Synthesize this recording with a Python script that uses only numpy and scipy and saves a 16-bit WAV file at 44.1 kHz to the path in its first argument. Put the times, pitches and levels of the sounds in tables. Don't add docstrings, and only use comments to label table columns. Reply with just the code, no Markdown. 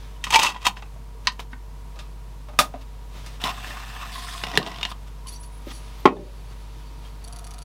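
import sys
import numpy as np
from scipy import signal
from scipy.fft import rfft, irfft
from scipy.io import wavfile
from scipy.ndimage import uniform_filter1d, minimum_filter1d, map_coordinates

SR = 44100
rng = np.random.default_rng(int(sys.argv[2]) if len(sys.argv) > 2 else 0)


def gain_from_db(level_db):
    decades = np.asarray(level_db, float) / 20
    return 10 ** decades


def wav_record(signal):
    frames = np.transpose(np.atleast_2d(signal))
    bounded = np.clip(frames, -1, 1)
    quanta = np.round(bounded * 32767).astype(np.int16)
    wavfile.write(sys.argv[1], SR, quanta)


N = 336924
T = np.arange(N) / SR

# frequency in Hz, width in Hz, level in dB.
CHASSIS = [(443, 55, -3), (694, 88, 9), (1010, 140, 13.5), (1950, 93, -1), (2815, 200, 2), (3570, 61, 4.5),
           (3800, 60, -11), (5370, 280, -4), (8400, 150, -32)]
# frequency in Hz, density in dB per Hz.
CHASSIS_TONE = [(60, -35), (130, 9), (300, -1.5), (600, -10.5), (1000, -7), (1830, -10.5), (3250, -6.5),
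                (6000, -16.5), (16000, -24)]
TRAY_TONE = [(120, -45), (200, -1), (519, -16.5), (722, 5), (867, -1.5), (1060, 3), (2090, -5), (2650, -2),
             (16000, -23)]
LENS_TONE = [(600, -9), (1500, -5.5), (3000, -1.5), (6000, -8), (10000, 2), (12500, -10), (14500, -17),
             (16000, -20)]


def disc():
    # start in seconds, peak in dB, low band in dB relative, high band in dB relative.
    disc_hits = [(0.2399, -18, -8, -3), (0.2678, -32.5, 8.5, -7), (0.3047, -19, -6, -0.5),
                 (0.3247, -23, -4, -12), (0.3436, -7.5, -11, -13), (0.3574, -8.5, -19, 1),
                 (0.3965, -11.5, -5, -1), (0.4194, -12.5, -17, -23), (0.4314, -10.5, 0, 5.5),
                 (0.4464, -8, -12, -12), (0.4648, -9.5, -12, -8), (0.5447, -31, 0, -19),
                 (0.5614, -36.5, 12.5, -21), (.6539, -16, -12, -3), (.6664, -7, -6.5, -3.5),
                 (0.7696, -34.5, 6, -31), (0.8225, -35, 2.5, -24), (0.8584, -52, 12.5, -18.5),
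                 (1.3205, -48, -12, 9), (1.3934, -40, 13.5, -4), (1.5309, -46, 9.5, -33)]
    # frequency in Hz, width in Hz, level in dB.
    disc_modes = [(894, 26, 16.5), (1927, 46, -10.5), (2620, 240, -6.5), (3000, 37, -15.5),
                  (3265, 19, -7.5), (3710, 89, -11.5), (4450, 260, -20.5), (5160, 30, -20),
                  (6170, 180, -22.5), (6960, 56, -31), (8100, 110, -29)]
    # frequency in Hz, density in dB per Hz.
    disc_tone = [(100, -22), (400, -20), (600, -17.5), (1000, -3), (1600, -17.5), (2700, -17), (7000, -23),
                 (16000, -38)]
    # middle in seconds, half length in seconds, level in dB.
    scrapes = [
        (.28, 0.033, -39),
        (.329, 0.0041, -22),
        (.35, 0.02, -17),
        (.396, .006, -16),
        (.445, 0.052, -17.5),
        (.57, 0.029, -48),
        (.625, 0.015, -40),
        (.668, 0.018, -18.5),
        (.78, 0.02, -45),
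    ]
    # start in seconds, level in dB.
    bends = [
        (.305, -28),
        (.3445, -11),
        (.36, -6.5),
        (.391, -10),
        (.424, -20),
    ]
    # start in seconds, frequency in Hz, level in dB, T60 in seconds.
    bell_tones = [(.344, 2850, -9, 0.04), (.358, 2355, -5, 0.053), (.42, 2900, -13, .04),
                  (.465, 2710, -8.5, 0.044), (.328, 980, -19, .06), (.445, 1000, -13, 0.057),
                  (.452, 1202, -21, 0.16), (.671, 1015, -12.5, 0.05), (1.276, 1040, -18, 0.038),
                  (1.531, 1530, -31, 0.034), (1.532, 2160, -38, .04), (1.532, 1850, -34, 0.032)]
    response = body(disc_tone, disc_modes[1:], lift_db=11, damping=.03)
    rattle = strikes(disc_hits, response, trim_db=0, rise=.00025, t60=.05)
    slide = strokes(scrapes) * through(grit(spread_db=3), response)
    bend_hz, bend_t60 = 894, .2
    bending = rings([(s, bend_hz, db, bend_t60) for s, db in bends])
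    return rattle + slide + bending + rings(bell_tones, rough=1.5)


def snaps():
    # start in seconds, peak in dB, low band in dB relative, high band in dB relative.
    seat_hits = [
        (1.2712, -6, -24, -12),
        (1.2725, -11, -11.5, -22),
        (4.5742, -5.5, -9, -10),
    ]
    # frequency in Hz, width in Hz, level in dB.
    seat_modes = [(1040, 100, 3.5), (1870, 36, -4), (2030, 15, -16), (2260, 35, -23), (3090, 52, -11),
                  (3800, 47, -4), (4220, 42, -7), (5000, 27, -12), (5910, 40, -20), (9500, 130, -25)]
    # frequency in Hz, density in dB per Hz.
    seat_tone = [(180, -55), (300, -21), (634, -20), (1060, 0), (1430, -14), (3080, -12), (5080, -17),
                 (16000, -48.5)]
    # middle in seconds, half length in seconds, level in dB.
    rumbles = [
        (4.55, 0.014, -32.5),
        (4.6, 0.022, -28.5),
        (4.635, .012, -35),
        (4.67, .012, -40),
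        (3.46, .02, -46),
    ]
    # frequency in Hz, density in dB per Hz.
    rumble_tone = [(60, -42), (130, -5.5), (200, 1), (400, -6), (700, -9), (1200, -16), (16000, -80)]
    # middle in seconds, half length in seconds, level in dB.
    holds = [
        (5.285, .012, -50),
        (5.365, .014, -57),
        (5.415, .015, -50),
        (5.465, .018, -53),
        (5.55, .035, -63),
        (5.62, .015, -68),
        (6.4, .8, -74),
    ]
    # frequency in Hz, width in Hz, level in dB.
    holder_mode = [(10270, 300, 0)]
    # start in seconds, frequency in Hz, level in dB, T60 in seconds.
    chirps = [(5.27, 3000, -39, .03), (5.325, 4430, -41, .06), (5.338, 4620, -39, .05),
              (5.352, 5600, -45, .04), (5.36, 5840, -38, .05), (5.362, 4500, -42, .05),
              (5.39, 7900, -52, .04), (5.43, 5800, -47, .04), (5.32, 3450, -46, .06)]
    seat = body(seat_tone, seat_modes, lift_db=4, damping=.05)
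    clamp_body = body(CHASSIS_TONE, seat_modes, lift_db=-3, damping=.1)
    crack = strikes(seat_hits[:1], seat, trim_db=.5, rise=.00026, t60=.013)
    chatter = strikes(seat_hits[1:2], seat, trim_db=.9, rise=.00053, t60=.063)
    clamp = strikes(seat_hits[2:], clamp_body, trim_db=.1, rise=.0004, t60=.008)
    shudder_body = body(rumble_tone, CHASSIS[:1], lift_db=-10)
    shudder = strokes(rumbles) * through(grit(spread_db=2), shudder_body)
    holder = strokes(holds) * through(rng.standard_normal(N), body(LENS_TONE, holder_mode, lift_db=34))
    return crack + chatter + clamp + shudder + holder + rings(chirps, rough=2.5)


def mechanism():
    # time in seconds, level in dB.
    motor_load = [
        (3.4, -44.5),
        (3.59, -40.5),
        (3.95, -42),
        (4.3, -41.5),
        (4.6, -35.5),
        (4.76, -40),
        (4.89, -44),
        (4.96, -81),
    ]
    # frequency in Hz, width in Hz, level in dB.
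    tray_modes = [(720, 45, -24), (1120, 160, -11), (1820, 75, -2), (2680, 70, -2), (3560, 54, -4),
                  (5140, 54, -16), (6230, 41, -31), (6430, 46, -32), (8060, 23, -17), (13500, 69, -20.5)]
    loader_modes = [(687, 27, 2), (1075, 140, 2), (1830, 36, -9), (3480, 210, -7), (3770, 71, -7.5),
                    (4500, 73, -9.5), (5040, 120, -6), (6860, 20, -24), (8080, 54, -9), (8660, 36, -23),
                    (9500, 240, -12), (11100, 110, -16)]
    # frequency in Hz, density in dB per Hz.
    loader_tone = [(120, -40), (200, -8), (456, -25), (529, -33), (683, -8), (867, -15), (1060, -9.5),
                   (3620, -8.5), (16000, -26.5)]
    # middle in seconds, half length in seconds, level in dB.
    latch = (4.902, 0.017, -42.5)
    # middle in seconds, half length in seconds, level in dB.
    slack = [
        (3.42, 0.0028, -35),
        (3.46, 0.021, -23.5),
        (3.5, 0.013, -28.5),
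        (4.62, 0.012, -58),
        (4.675, 0.0058, -38),
        (4.92, 0.0043, -36),
    ]
    # start in seconds, peak in dB, low band in dB relative, high band in dB relative.
    gear_hits = [
        (3.4156, -31, -17, -4),
        (3.4391, -12.5, -13.5, -14),
        (4.4369, -17, -7.5, -25),
        (4.5765, -16, -13, -6),
        (4.8303, -16, -16, -16),
        (4.8511, -16, -12.5, -27),
    ]
    # start in seconds, peak in dB.
    cam_ticks = [(3.4522, -28), (3.471, -30), (3.492, -29), (4.467, -26), (4.485, -31), (4.5154, -26),
                 (4.537, -30), (4.554, -24), (4.6103, -34), (4.628, -22), (4.6629, -21.5), (4.6741, -27),
                 (4.697, -36), (4.7166, -30), (4.744, -32), (4.76, -30), (4.7849, -29), (4.811, -25.5),
                 (4.9152, -30)]
    # start in seconds, frequency in Hz, level in dB, T60 in seconds.
    clamp_tones = [(4.664, 665, -29, 0.066), (4.672, 687, -24, 0.056), (4.5745, 2810, -3.5, 0.013),
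                   (4.617, 1100, -22, 0.049), (4.155, 1070, -32, 0.089), (4.18, 1040, -28.5, 0.066),
                   (4, 1080, -33, 0.065), (4.5745, 1830, -3.5, 0.013), (4.5745, 2280, -10, 0.011),
                   (4.58, 184, -16, 0.067), (4.576, 432, -13, 0.04)]
    cog_rate, cog_start, cog_db = 15.55, 3.578, -6
    loader_on_s, loader_off_s, loader_db = 4.11, 4.45, -38
    cam_low_db, cam_high_db = -8.5, -24

    turn = cog_rate * (T - cog_start) % 1
    cog_body = body(TRAY_TONE, [(1120, 190, -1), (1850, 340, -3)], lift_db=21)
    cog = through(grit(spread_db=.5) * np.exp(-turn / .091), cog_body)
    drive = through(grit(spread_db=1.5), body(TRAY_TONE, tray_modes, lift_db=1, damping=.04))
    rub = through(grit(spread_db=1.5), body(loader_tone, loader_modes, lift_db=9, damping=.015))
    loading = ramp(loader_on_s, .013)
    running = T < loader_off_s
    load = level(motor_load)
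    pull = load * ((1 - loading) * drive + gain_from_db(cog_db) * cog * running)
    rub_level = gain_from_db(loader_db) * loading * running + strokes([latch])
    whirr = patchy(pull + rub_level * rub, depth_db=1.5)
    mesh = gain_from_db(1.1 * wobble(45))
    cam_level = load * ~running + strokes(slack)
    cams = cam_level * through(grit(spread_db=2.5), body(TRAY_TONE, CHASSIS, lift_db=8, damping=.04))
    hits = gear_hits + [(s, db, cam_low_db, cam_high_db) for s, db in cam_ticks]
    chassis = body(CHASSIS_TONE, CHASSIS, lift_db=8, damping=.04)
    clicks = strikes(hits, chassis, trim_db=1.75, rise=.0005, t60=.031)
    return mesh * whirr + cams + rings(clamp_tones) + clicks


def pickup():
    # frequency in Hz, width in Hz, level in dB.
    lens_modes = [(3580, 27, -0.5), (3900, 13, -32), (4560, 360, 2.5), (5800, 180, 1), (6250, 49, -7),
                  (6640, 120, -5), (8240, 29, -12), (10270, 200, 1.5)]
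    # start in seconds, end in seconds, start in Hz, end in Hz, level in dB.
    sweeps = [
        (5.262, 5.298, 1480, 10760, -51),
        (5.302, 5.345, 8600, 12900, -49),
        (5.377, 5.415, 7500, 8950, -55),
        (5.405, 5.465, 9400, 12000, -52),
        (5.503, 5.589, 8330, 10630, -65),
        (5.645, 5.68, 13300, 13900, -49),
        (5.66, 5.7, 14100, 14700, -45),
        (5.76, 5.874, 9500, 11100, -79),
        (5.98, 6.05, 13500, 14500, -59),
    ]
    # middle in seconds, half length in seconds, level in dB.
    grabs = [
        (5.272, 0.0028, -42),
        (5.287, 0.01, -40.5),
        (5.33, 0.042, -47.5),
        (5.44, 0.012, -48),
    ]
    seeks = [7.2416, 7.2766, 7.3258, 7.3615, 7.3876, 7.443, 7.4681, 7.5082, 7.538, 7.583, 7.62]
    hunt_s, hunt_db, hunt_rise_s, hunt_t60 = 5.7, -47, .025, .74
    track_s, track_end_s, track_db = 6.3, 7.2, -73
    sled_s, sled_rise_s, sled_db = 7.2, .11, -52.5
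    seek_db, brake_s, kick_t60 = -38, .0055, .016

    hunting = ramp(hunt_s, hunt_rise_s) * gain_from_db(hunt_db - 60 * abs(T - hunt_s) / hunt_t60)
    servo = hunting + gain_from_db(track_db) * (T > track_s) * (T < track_end_s)
    flutter_db = 4 * np.cos(2 * np.pi * 8 * T) + 2.5 * wobble(20)
    drive = servo * gain_from_db(flutter_db) * rng.standard_normal(N)
    drive += strokes(grabs) * rng.standard_normal(N)
    for s, end, start_hz, end_hz, db in sweeps:
        u = np.linspace(0, 1, round((end - s) * SR))
        hz = start_hz + (end_hz - start_hz) * u ** .85 + 330 * wobble(1500, size=len(u))
        tone = np.sin(2 * np.pi * np.cumsum(hz) / SR)
        swell = gain_from_db(db + 6 * wobble(89, size=len(u))) * abs(np.sin(np.pi * u)) ** .19
        drive[round(s * SR):][:len(u)] += swell * tone
    kick_times = [s for seek in seeks for s in (seek, seek + brake_s)]
    kicks = sum((T > s) * gain_from_db(-60 * abs(T - s) / kick_t60) for s in kick_times)
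    drive += gain_from_db(seek_db) * kicks * np.sign(rng.standard_normal(N))
    response = body(LENS_TONE, lens_modes, lift_db=16.5, damping=.008)
    lens = signal.fftconvolve(drive, response / np.linalg.norm(response))[:N]

    motor_body = body(TRAY_TONE, [(688, 100, -2), (1310, 220, -11.5)], lift_db=19)
    sled = gain_from_db(sled_db) * ramp(sled_s, sled_rise_s) * through(rng.standard_normal(N), motor_body)
    sway = ramp(5.8, .4) * gain_from_db(-69.5 + 6 * np.cos(2 * np.pi * 8.1 * (T - 6.25)))
    swaying = sway * through(rng.standard_normal(N), body(LENS_TONE, [(4510, 230, 0)], lift_db=33))
    return lens + sled + swaying


def hands():
    # start in seconds, peak in dB, low band in dB relative, high band in dB relative.
    bench_hits = [
        (1.9584, -39, -3, -22),
        (1.9896, -30, -17, -29),
        (2.4857, -43.5, 11.5, -18),
        (2.5338, -47.5, 14, -14),
        (2.5888, -3, -8, -7),
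        (2.7392, -42, 14, -21),
        (2.779, -64, 9, -20),
        (3.2618, -30.5, -16, -10),
    ]
    knocks = [
        (6.0546, -14, 9, -9),
        (6.0725, -27, 14.7, -24),
    ]
    # frequency in Hz, width in Hz, level in dB.
    bench_modes = [(640, 90, 7.5), (1237, 21, 10.5), (2550, 440, -8), (3560, 43, 2), (3800, 7, -3),
                   (4130, 50, -43), (5100, 14, -14), (6060, 30, -21), (9080, 42, -9), (10030, 60, -6.5)]
    table_modes = [(420, 70, -3), (590, 60, -20), (770, 50, 2), (1060, 54, 2), (1325, 98, -2.5),
                   (2130, 190, -8.5), (3220, 210, -16)]
    # frequency in Hz, density in dB per Hz.
    bench_tone = [(100, -6.5), (250, -4), (400, -13.5), (600, 1.5), (1000, -1.5), (1800, -11.5),
                  (3600, -13), (9000, -14.5), (16000, -19)]
    table_tone = [(60, -70), (130, -35), (250, -12), (400, -4), (1000, -5), (1600, -19), (2300, -17),
                  (4000, -25.5), (16000, -63.5)]
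    skin_tone = [(300, -3), (1000, -4), (3000, -4.5), (6000, -10), (10000, -23.5), (16000, -20.5)]
    # middle in seconds, half length in seconds, level in dB.
    rubs = [(1.258, 0.0093, -49), (1.401, 0.0076, -36), (1.42, .015, -51), (1.525, .01, -54),
            (2.015, 0.076, -60), (2.82, 0.0098, -51), (3.18, 0.049, -48), (3.26, 0.034, -52),
            (3.69, 0.041, -41), (5.08, 0.0075, -50.5), (5.69, 0.021, -47), (5.715, 0.009, -41.5),
            (6.52, 0.017, -58), (6.8, 0.017, -66), (7.06, 0.029, -55.5)]
    stirs = [
        (0, 0.18, -47),
        (1.25, 0.11, -56),
        (2.75, 0.69, -55.5),
        (3.33, 0.063, -45.5),
        (5.93, 0.28, -49),
        (6.8, 0.43, -57.5),
    ]
    # start in seconds, frequency in Hz, level in dB, T60 in seconds.
    tocks = [(2.589, 1150, -10, 0.057), (2.59, 620, -18.5, 0.05), (2.59, 240, -25.5, 0.1),
             (2.741, 650, -22.5, 0.057), (2.742, 720, -29, 0.047), (2.589, 2550, -10.5, 0.027),
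             (5.669, 325, -25, 0.037), (5.67, 540, -35, 0.083), (6.055, 837, -1, 0.046),
             (6.072, 404, -12, 0.09), (6.12, 560, -35, 0.57), (6.105, 402, -33, .15),
             (6.056, 1320, -12, 0.054), (6.056, 1750, -22, .04), (6.07, 169, -27, 0.4)]
    thump = [
        (6.0545, 375, 1, .05),
        (6.056, 250, -9, .05),
        (6.056, 580, -11, .04),
        (6.056, 1080, -10, .05),
    ]
    spin_s, spin_db = 4.95, -56

    bench = body(bench_tone, bench_modes, lift_db=5, damping=.022)
    taps = strikes(bench_hits, bench, trim_db=-3, rise=.00016, t60=.13)
    table = body(table_tone, table_modes, lift_db=4, damping=.06)
    blows = strikes(knocks, table, trim_db=3, rise=.001, t60=.097)
    brushing = strokes(rubs) + gain_from_db(-5.5) * (strokes(stirs) + gain_from_db(spin_db) * (T > spin_s))
    skin = through(grit(spread_db=.6), body(skin_tone, bench_modes, lift_db=1, damping=.1))
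    tones = rings(tocks, rough=2.4) + rings(thump, rough=.3)
    high_pass = signal.butter(2, 140, "high", fs=SR, output="sos")
    return taps + blows + signal.sosfilt(high_pass, tones) + brushing * skin


def details():
    # start in seconds, frequency in Hz, level in dB, T60 in seconds.
    glints = [(4.5745, 3970, -8.5, 0.013), (4.5745, 5200, -15, 0.0088), (4.564, 3500, -29, .05),
              (4.564, 5700, -32, .02), (4.554, 6000, -32, .02), (1.2713, 3670, -15, 0.028),
              (1.2713, 4380, -10.5, .02), (1.2713, 5000, -12.5, .02), (4.8305, 3640, -16.5, 0.032),
              (4.8305, 2840, -18, .03), (4.8515, 2870, -18, .03), (4.437, 2850, -20, .02),
              (2.5895, 3500, -17, .08), (2.589, 1700, -13, .03), (2.742, 1020, -30, .03),
              (6.075, 1900, -30, 0.11), (6.085, 2550, -30, 0.12), (6.056, 3250, -32, .08),
              (6.167, 1700, -45, .04), (6.167, 3600, -44, .04), (7.05, 3200, -48, .1),
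              (.16, 3000, -48, .04), (5.705, 3300, -37, .06), (5.29, 6300, -46, .05),
              (.24, 993, -25.5, 0.0496), (.215, 3600, -49, 0.055), (4.916, 1200, -29, .03),
              (4.538, 1900, -28, .04)]
    bumps = [(.27, 200, -38, .1), (.53, 200, -38, .1), (.69, 190, -32.5, .12), (.96, 640, -43, .08),
             (1.15, 450, -43, 0.073), (1.28, 220, -36.5, 0.094), (1.53, 240, -38, 0.096),
             (1.99, 600, -43, .08), (2.745, 290, -33, .08), (6.055, 190, -10.5, .06),
             (6.155, 125, -32, .15), (6.168, 804, -36, .08), (6.765, 300, -41, 0.074),
             (6.91, 310, -44, .08), (5.67, 220, -36.5, .06), (.348, 450, -28.5, .1), (.475, 740, -29, .12),
             (.49, 993, -28, .1), (.555, 996, -32, 0.11), (6.17, 390, -35, 0.37), (5.26, 1054, -38.5, .08)]
    return rings(glints, rough=1.2) + rings(bumps, rough=.8)


def background():
    # multiple of the mains frequency, level in dB rms.
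    harmonics = [(1, -37.5), (2, -59.5), (3, -54.5), (5, -65), (7, -92), (9, -62.5)]
    # frequency in Hz, width in Hz, level in dB rms.
    fan_tones = [(116, 1.43, -55.5), (965, 4.6, -62), (931, 5.3, -64)]
    # frequency in Hz, density in dB per Hz.
    air_tone = [(45, -61), (70, -20), (130, -20), (200, -28), (450, -33), (800, -33.5), (1100, -35.5),
                (1500, -40.5), (4000, -45), (12700, -52), (15400, -56.5), (16500, -52)]
    mains_hz = 50.004
    mains_phase = 2 * np.pi * mains_hz * T - 1.22
    out = np.zeros(N)
    for k, db in harmonics:
        out += gain_from_db(db + .3 * wobble(4)) * np.sqrt(2) * np.cos(k * mains_phase)
    for hz, width, db in fan_tones:
        phase = 2 * np.pi * np.cumsum(hz + width * wobble(width) / 2) / SR
        out += gain_from_db(db + 2.5 * wobble(width)) * np.sqrt(2) * np.sin(phase)
    air = through(rng.standard_normal(N), body(air_tone, [(1070, 130, -10)], lift_db=-3.5))
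    return out + gain_from_db(-50 + .7 * wobble(6)) * air


def room(x):
    # frequency in Hz, T60 in seconds.
    decay_times = [(150, 0.5), (500, 0.25), (2000, 0.13), (8000, 0.12), (16000, 0.18)]
    hz, t, z = signal.stft(rng.standard_normal(SR // 2), SR, nperseg=256)
    reach = .08 * (1 + 1000 / (hz[:, None] + 100))
    decay_db = -60 * t / along(decay_times, hz)[:, None] - 4.2 * (t / reach) ** 4
    tail = signal.istft(z * gain_from_db(decay_db), SR, nperseg=256)[1]
    delayed = np.pad(x, (150, 0))
    return signal.fftconvolve(delayed, tail / np.linalg.norm(tail))[:N]


def strikes(hits, response, trim_db, rise, t60):
    out, t = np.zeros(N + SR), np.arange(SR // 4) / SR
    snap = 1 + 1.3 * np.exp(-t / rise / 2)
    shape = gain_from_db(-60 * t / t60) * (1 - np.exp(-t / rise)) * snap
    jolts = rng.standard_normal((len(hits), len(t))) * shape
    ring = signal.fftconvolve(jolts, response[None], axes=1)[:, :len(t)]
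    bands = []
    for edge, kind in [(1500, "low"), ((1500, 6000), "band"), (6000, "high")]:
        part = signal.sosfilt(signal.butter(2, edge, kind, fs=SR, output="sos"), ring)
        bands.append(part / abs(part).max(axis=1, keepdims=True))
    low, mid, high = bands
    for k, (s, db, low_db, high_db) in enumerate(hits):
        blow = gain_from_db(low_db) * low[k] - mid[k] + gain_from_db(high_db) * high[k]
        out[round(s * SR):][:len(t)] += gain_from_db(db + trim_db) * blow
    return out[:N]


def rings(rows, rough=.22):
    out, t = np.zeros(N + SR), T[:SR // 2]
    for s, hz, db, t60 in rows:
        phase = 2 * np.pi * hz * t + rough * wobble(70, size=len(t))
        envelope = gain_from_db(db - 60 * t / t60) * (1 - np.exp(-t * hz * 4))
        out[round(s * SR):][:len(t)] += envelope * np.sin(phase)
    return out[:N]


def strokes(rows):
    return sum(gain_from_db(db) * np.exp(-((T - s) / half) ** 2) for s, half, db in rows)


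def body(tone, peaks, lift_db, damping=0, size=8192):
    hz = np.fft.rfftfreq(size, 1 / SR)
    bumps = 0
    for centre, width, db in peaks:
        detuning = (hz - centre) / (width + damping * centre)
        bumps = bumps + gain_from_db(db - along(tone, centre)) / (1 + 4 * detuning ** 2)
    gain = gain_from_db(along(tone, hz)) * (1 + gain_from_db(lift_db) * bumps / bumps.max())
    ceps = irfft(np.log(gain + 1e-6))
    ceps[1:size // 2] *= 2
    ceps[size // 2 + 1:] = 0
    return irfft(np.exp(rfft(ceps)))


def through(x, response):
    return unit(signal.fftconvolve(x, response)[:len(x)])


def grit(spread_db):
    return rng.standard_normal(N) * gain_from_db(spread_db * wobble(400))


def patchy(x, depth_db):
    z = signal.stft(x, nperseg=256)[2]
    field = uniform_filter1d(rng.standard_normal(z.shape), size=4, axis=0)
    field = uniform_filter1d(field, size=12, axis=1)
    return signal.istft(z * gain_from_db(depth_db * unit(field)), nperseg=256)[1][:N]


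def wobble(rate, size=N):
    return map_coordinates(rng.standard_normal(int(size * rate / SR) + 4), [T[:size] * rate])


def level(rows):
    return gain_from_db(np.interp(T, *np.transpose(rows), left=-150, right=-150))


def ramp(s, rise):
    return np.clip((T - s) / rise, 0, 1)


def along(points, hz):
    f, v = np.transpose(points)
    return np.interp(np.log(hz + 1), np.log(f + 1), v)


def unit(x):
    return x / np.sqrt(np.mean(x ** 2) + 1e-20)


def scene():
    near = disc() + snaps() + mechanism() + pickup() + hands() + details()
    return (near + gain_from_db(-10) * room(near) + background())[None]


def roll_off(x):
    return signal.sosfilt(signal.butter(12, 16670, fs=SR, output="sos"), x)


def record(dry):
    threshold_db, strength, deepest_db = -3, 2.8, 6
    recovery_s, fade_s = .11, .02
    over_db = np.maximum(20 * np.log10(abs(dry[0]) + 1e-6) - threshold_db, 0)
    over_db = -minimum_filter1d(-over_db, size=1765, origin=882)
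    keep = np.exp(-1 / (recovery_s * SR))
    duck_db = strength * signal.lfilter([1 - keep], [1, -keep], over_db)
    fade = np.clip((T[-1] - T) / fade_s, 0, 1)
    x = np.clip(dry * gain_from_db(-np.clip(duck_db, 0, deepest_db)) * fade, -1, 1)
    x = signal.sosfilt(signal.butter(10, 15700, fs=SR, output="sos"), x)
    return roll_off(x)


dry = scene()
out = record(dry)
wav_record(out)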